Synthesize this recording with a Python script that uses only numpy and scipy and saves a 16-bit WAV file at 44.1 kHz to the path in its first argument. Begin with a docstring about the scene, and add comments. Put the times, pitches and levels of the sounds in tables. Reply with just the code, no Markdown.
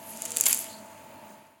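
"""A thin steel blade is pushed under a small clay jar on a pottery wheel, close by in a quiet studio.
Sliding friction makes the dry clay scrape, hiss and crumble; its chips excite blade and jar in crisp clicks.
The jar cracks loose, the blade slides out with a thin squeak, and fingers brush the lid.
Behind it a motor hums softly through the resonances of its housing, and everything fades at the end."""
import sys
import numpy as np
from scipy import signal
from scipy.fft import rfft, irfft, next_fast_len
from scipy.io import wavfile
from scipy.ndimage import map_coordinates

SR = 44100
rng = np.random.default_rng(int(sys.argv[2]) if len(sys.argv) > 2 else 0)


def wrap_up_sound(samples):
    """Save the sound to the file named by the first command line argument, as 16-bit audio."""
    columns = np.atleast_2d(samples).T
    # keep every value between -1 and 1, then stretch to whole-number steps
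    tamed = np.clip(columns, -1, 1)
    steps = np.round(tamed * 32767).astype(np.int16)
    wavfile.write(sys.argv[1], SR, steps)


N = 70560

# Envelopes of the friction sounds and the motor: (time [s], level [dB])
SCRAPE_ENVELOPE = [(0, -56), (.15, -46.5), (.235, -40.5), (.275, -39.5), (.3, -41), (.362, -38),
                   (.376, -31.5), (.405, -33.5), (.432, -30.5), (.452, -36.5), (.464, -24.5), (.478, -27.5),
                   (.552, -30.5), (.585, -36), (.63, -40.5), (.665, -46.5), (.75, -51.5), (.84, -55.5),
                   (1.2, -63.5)]
GRIT_ENVELOPE = [(0, -53.5), (.06, -46.5), (.105, -37.5), (.14, -47.5), (.2, -49.5), (.44, -57),
                 (.468, -32.5), (.487, -19.5), (.502, -27), (.51, -17.5), (.519, -35), (.57, -54),
                 (.6, -32.5), (.63, -45), (.73, -66.5)]
CRUMBLE_ENVELOPE = [(0, -56), (.3, -47.5), (.45, -45.5), (.466, -29), (.48, -37.5), (.515, -35), (.56, -48),
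                    (.65, -46.5), (.8, -60)]
STRAIN_ENVELOPE = [(0, -63), (.22, -58), (.44, -49.5), (.5, -51.5), (.85, -73.5)]
SQUEAK_ENVELOPE = [(.66, -85), (.7, -50), (.742, -48), (.76, -56), (.781, -51), (.83, -88)]
HUM_ENVELOPE = [(0, 2.5), (.12, 1), (.27, 2), (.53, -0.5), (.59, 0.5), (.72, 2), (.95, -1), (1.03, 1),
                (1.28, 1), (1.6, -4.5)]
# Spectra of the broadband noises: (frequency [Hz], gain [dB])
SCRAPE_SPECTRUM = [(130, -50.5), (1000, -14.5), (2500, -10), (3900, -20), (4600, -4.5), (5400, -10.5),
                   (6500, 2), (7400, 1), (8500, -1), (10200, -2.5), (12000, -26), (14200, -14.5),
                   (15500, -11), (16100, -47)]
GRIT_SPECTRUM = [(4000, -25.5), (8800, -10.5), (10200, -0.5), (11300, 0.5), (12200, 1), (13400, -11),
                 (15500, -18), (16100, -39.5)]
CRUMBLE_SPECTRUM = [(130, -36), (260, -7), (700, -8.5), (1300, -0.5), (1900, -0.5), (2350, 3), (3000, 4.5),
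                    (3900, 0.5), (4700, -0.5), (6000, -7.5), (10000, -34.5)]
AIR_SPECTRUM = [(25, -21), (130, -3), (290, 4), (420, -6.5), (1050, 0), (1400, -4), (2700, -7.5),
                (3600, -23.5), (5500, -28), (6900, -19), (8600, -24.5), (10200, -14), (13000, -20.5),
                (15700, -21.5), (16100, -39.5)]
# Resonances: (frequency [Hz], bandwidth [Hz], gain [dB])
STRAIN_MODES = [(280, 88, 1.5), (401, 84, 0.5)]
HOUSING_MODES = [(95.4, 6.6, -4), (220, 70, -5.5), (603, 66, -2), (655.5, 49, -1.5), (887.5, 27, -0.5),
                 (918, 30, -7), (16000, 49, -7)]  # the highest is a thin whine
BLADE_MODES = [(7470, 580, 4.5), (9980, 1400, 2.5), (11850, 470, -6), (15200, 1300, -16.5)]
SQUEAK_MODES = [(4280, 300, 6), (4950, 300, -5.5)]
# Steady tones of the motor: (frequency [Hz], level [dB])
MOTOR_TONES = [(663, -55), (876, -53), (934, -56.5)]
# Passing tones in the hum: (start [s], end [s], frequency [Hz], peak level [dB])
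SWELLING_TONES = [(.03, 0.308, 220, -53.5), (0.175, .65, 490, -52), (0.43, 0.67, 240, -53.5),
                  (0.663, 0.895, 213, -53), (1.13, 1.487, 214, -54), (0.806, 1.11, 4280, -69),
                  (1.125, 1.232, 4270, -66.5)]
# Clay chipping at the blade's edge: (time [s], level [dB], tilt [dB/octave], relative knock level [dB])
CLAY_CHIPS = [(0.1729, -34.5, -6.5, -21.5), (0.2204, -24.5, -3, -18.5), (.2531, -25.5, -6, -20.5),
              (0.2563, -28.5, -5.5, -11), (0.26, -30, -12, -13), (0.3055, -30, 0.5, -24),
              (0.319, -27, -5, -15), (.357, -36, -3.5, -16), (.3647, -26, -4.5, -8),
              (0.3697, -15, -0.5, -13), (.3832, -25.5, 0.5, -15.5), (0.4008, -24, -7, -15.5),
              (0.4098, -10, -2, -27.5), (.4153, -30, 0.5, -24.5), (.4380, -22, -4, -13),
              (0.4572, -16.5, -2, -11), (0.4598, -22.5, -2.5, -27.5), (0.4623, -20.5, -3, -9.5),
              (.4641, -14, -17, -12), (0.4655, -18, -7, -8), (0.4684, -14, -1, -8), (.4834, -24, 16.5, -11),
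              (0.526, -33, -2, -22), (0.5289, -10, -3.5, -14.5), (0.5457, -18.5, 13, -22.5),
              (.5743, -27, -7, -30), (0.5908, -25.5, 11, -34), (0.6125, -33, 13, -13),
              (0.6426, -37.5, 0, -6.5)]
# Ceramic modes of the jar: (frequency [Hz], level [dB])
JAR_MODES = [(2470, 0.5), (2880, -2.5), (3500, -6), (4560, 1.5)]
# Overall gain with the closing fade: (time [s], level [dB])
FADE_ENVELOPE = [(1.08, -3), (1.3, -3.5), (1.45, -8), (1.6, -15.5)]

TIME = np.arange(N) / SR
CHIP_TIME = TIME[:2048]
DETUNE = 0.0067  # relative scatter of mode frequencies from chip to chip


def amp(db):
    """Amplitude ratio of a level in decibels."""
    return 10 ** (np.asarray(db) / 20)


def unit(x):
    """Normalisation to an rms of 1."""
    return x / np.sqrt(np.mean(x ** 2) + 1e-20)


def burst(x):
    """Normalisation of a transient to the energy of 3 ms at an rms of 1."""
    return x / np.sqrt(np.sum(x ** 2) / (.003 * SR))


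def envelope(points):
    """Gain per sample, interpolated through (time [s], level [dB])."""
    return amp(np.interp(TIME, *np.transpose(points)))


def wobble(rate):
    """Smooth random modulation with `rate` knots per second."""
    return map_coordinates(rng.standard_normal(2000), [TIME * rate], mode="mirror")


def filtered(x, response):
    """Linear filtering: the spectrum is multiplied by a frequency response."""
    size = next_fast_len(len(x) + 4096)
    return irfft(rfft(x, size) * response(np.fft.rfftfreq(size, 1 / SR)), size)[:len(x)]


def colour(points):
    """Response through (frequency [Hz], gain [dB]) on a logarithmic frequency axis."""
    hz, db = np.transpose(points)
    return lambda f: amp(np.interp(np.log(f + 1), np.log(hz), db))


def resonances(modes, stretch=1, sign=-1):
    """Superposition of damped resonators; sign=1 leaves antiresonances between them."""
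    return lambda f: sum(sign ** k * amp(db) * 1j * f * bw / ((hz * stretch) ** 2 - f * f + 1j * f * bw)
                         for k, (hz, bw, db) in enumerate(modes))


def noise(response):
    """White noise shaped by a response, at an rms of 1."""
    return unit(filtered(rng.standard_normal(N), response))


def friction(spectrum, grains_per_s=9800, spread_db=1, flutter_db=1.5):
    """Friction as shot noise: dense impulses of uneven size in fluttering clumps."""
    grains = (rng.random(N) < grains_per_s / SR) * rng.choice([-1, 1], N)
    sizes = amp(spread_db * np.minimum(rng.exponential(size=N), 5))
    flutter = amp(flutter_db * wobble(220))
    return unit(filtered(grains * sizes * flutter, colour(spectrum)))


def blade_scrape():
    """Sliding friction between the blade and the jar radiates broadband noise."""
    return envelope(SCRAPE_ENVELOPE) * friction(SCRAPE_SPECTRUM)


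def grit_hiss():
    """Tiny contacts of fine grit on steel merge into a high hiss."""
    return envelope(GRIT_ENVELOPE) * friction(GRIT_SPECTRUM)


def foot_crumble():
    """Brittle fracture of the jar's foot gives midrange noise as it breaks free."""
    return envelope(CRUMBLE_ENVELOPE) * friction(CRUMBLE_SPECTRUM)


def jar_strain():
    """Friction of the jar straining against the wheel head drives two low resonances."""
    return envelope(STRAIN_ENVELOPE) * noise(resonances(STRAIN_MODES))


def wavering_tone(hz, waver_db=1.6, wander_rad=1):
    """Random amplitude and phase modulation broaden a sinusoid into a narrow band."""
    gain = amp(waver_db * wobble(12.2))
    return unit(gain * np.sin(2 * np.pi * hz * TIME + wander_rad * wobble(14)))


def motor_hum(housing_db=-49.5):
    """Forced vibration: the motor's tones sound over the resonant noise of its housing."""
    tones = sum(amp(db) * wavering_tone(hz) for hz, db in MOTOR_TONES)
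    housing = amp(housing_db) * noise(resonances(HOUSING_MODES))
    return envelope(HUM_ENVELOPE) * (tones + housing)


def room_air(level_db=-51):
    """The room's air is stationary noise, strongest at low frequencies."""
    return amp(level_db) * noise(colour(AIR_SPECTRUM))


def hum_swells():
    """Faint tones swell and sink in the hum under half-sine envelopes."""
    swells = np.zeros(N)
    for start, end, hz, db in SWELLING_TONES:
        progress = np.clip((TIME - start) / (end - start), 0, 1)
        swells += amp(db) * np.sin(np.pi * progress) * wavering_tone(hz)
    return swells


def blade_response(tilt_db, low_hz=6030, top_hz=15500, travel_s=.0006):
    """A thin blade resonates, disperses bending waves and radiates little bass."""
    steel = resonances(BLADE_MODES, 1 + DETUNE * rng.standard_normal(), sign=1)

    def response(f):
        # travel_s holds at 10 kHz, lower waves arrive later; the linear term removes a common delay
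        dispersion = np.exp(-2j * np.pi * travel_s * (2 * np.sqrt(f * 1e4) - .8 * f))
        radiation = 1 / np.sqrt((1 + (low_hz / (f + 1)) ** 8) * (1 + (f / top_hz) ** 50))
        tilt = amp(tilt_db * np.log2(np.clip(f / low_hz, 1, 2)))
        return steel(f) * dispersion * radiation * tilt
    return response


def blade_click(tilt_db, spread_s=.0008, slip_loss_db=5.5, ring_db=-6, ring_t60_s=.015):
    """Impulse excitation: three tiny slips, each weaker than the last, ring the blade briefly."""
    slips, order = np.zeros(len(CHIP_TIME)), np.arange(3)
    onsets = (order + rng.uniform(0, 1, 3)) / 3 * spread_s
    np.add.at(slips, (onsets * SR).astype(int), amp(-slip_loss_db * order) * rng.choice([-1, 1], 3))
    ring = rng.standard_normal(len(CHIP_TIME)) * amp(-60 * CHIP_TIME / ring_t60_s)
    blade = blade_response(tilt_db)
    return burst(filtered(slips, blade)) + amp(ring_db) * burst(filtered(ring, blade))


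def jar_knock(ring_t60_s=.022, scatter_db=2.5, crunch_t60_s=.016):
    """Damped free vibration of the jar, with an equally strong crunch of breaking clay."""
    t = CHIP_TIME
    modes = np.zeros(len(t))
    for hz, db in JAR_MODES:
        gain = amp(db + scatter_db * rng.standard_normal()) * rng.choice([-1, 1])
        detuned_hz = hz * (1 + DETUNE * rng.standard_normal())
        modes += gain * np.sin(2 * np.pi * detuned_hz * t)
    ring = modes * amp(-60 * t / ring_t60_s)
    fracture = rng.standard_normal(len(t)) * amp(-60 * t / crunch_t60_s)
    crunch = filtered(fracture, colour(CRUMBLE_SPECTRUM))
    return burst(burst(ring) + burst(crunch))


def clay_chips():
    """Each brittle fracture excites the blade and the jar at the same instant."""
    chips = np.zeros(N + SR)
    for start, db, tilt_db, knock_db in CLAY_CHIPS:
        chip = blade_click(tilt_db) + amp(knock_db) * jar_knock()
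        chips[round(start * SR):][:len(chip)] += amp(db) * chip
    return chips[:N]


def blade_squeak():
    """Friction drives two narrow resonances as the blade slides out over the wheel head."""
    return envelope(SQUEAK_ENVELOPE) * noise(resonances(SQUEAK_MODES))


def finger_brush(centre_s=1.31, width_s=.051, peak_db=-58):
    """Light friction of fingers on the lid rises and falls in a Gaussian envelope."""
    return amp(peak_db) * np.exp(-((TIME - centre_s) / width_s) ** 2) * friction(SCRAPE_SPECTRUM)


def reverberation(x, t60_s=.61, build_s=.0058, level_db=-14):
    """Diffuse reflections in the studio build up quickly and decay exponentially."""
    t = TIME[:SR // 2]
    tail = rng.standard_normal(len(t)) * amp(-60 * t / t60_s) * (1 - np.exp(-t / build_s))
    return amp(level_db) * signal.fftconvolve(x, tail / np.linalg.norm(tail))[:N]


def scene():
    """Superposition of the handwork, its reverberation and the background, in one channel."""
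    work = clay_chips() + blade_squeak() + jar_strain() + finger_brush()
    work += blade_scrape() + grit_hiss() + foot_crumble()
    background = motor_hum() + hum_swells() + room_air()
    return (work + reverberation(work) + background)[None]


def record(dry, peak_limit=.85, cutoff_hz=16150):
    """Soft saturation rounds the highest peaks; a fade and a steep low-pass follow."""
    rounded = dry[0] / (1 + (dry[0] / peak_limit) ** 4) ** (1 / 4)
    faded = rounded * envelope(FADE_ENVELOPE)
    return filtered(faded, lambda f: 1 / (1 + (f / cutoff_hz) ** 200))[None]


dry = scene()
out = record(dry)
wrap_up_sound(out)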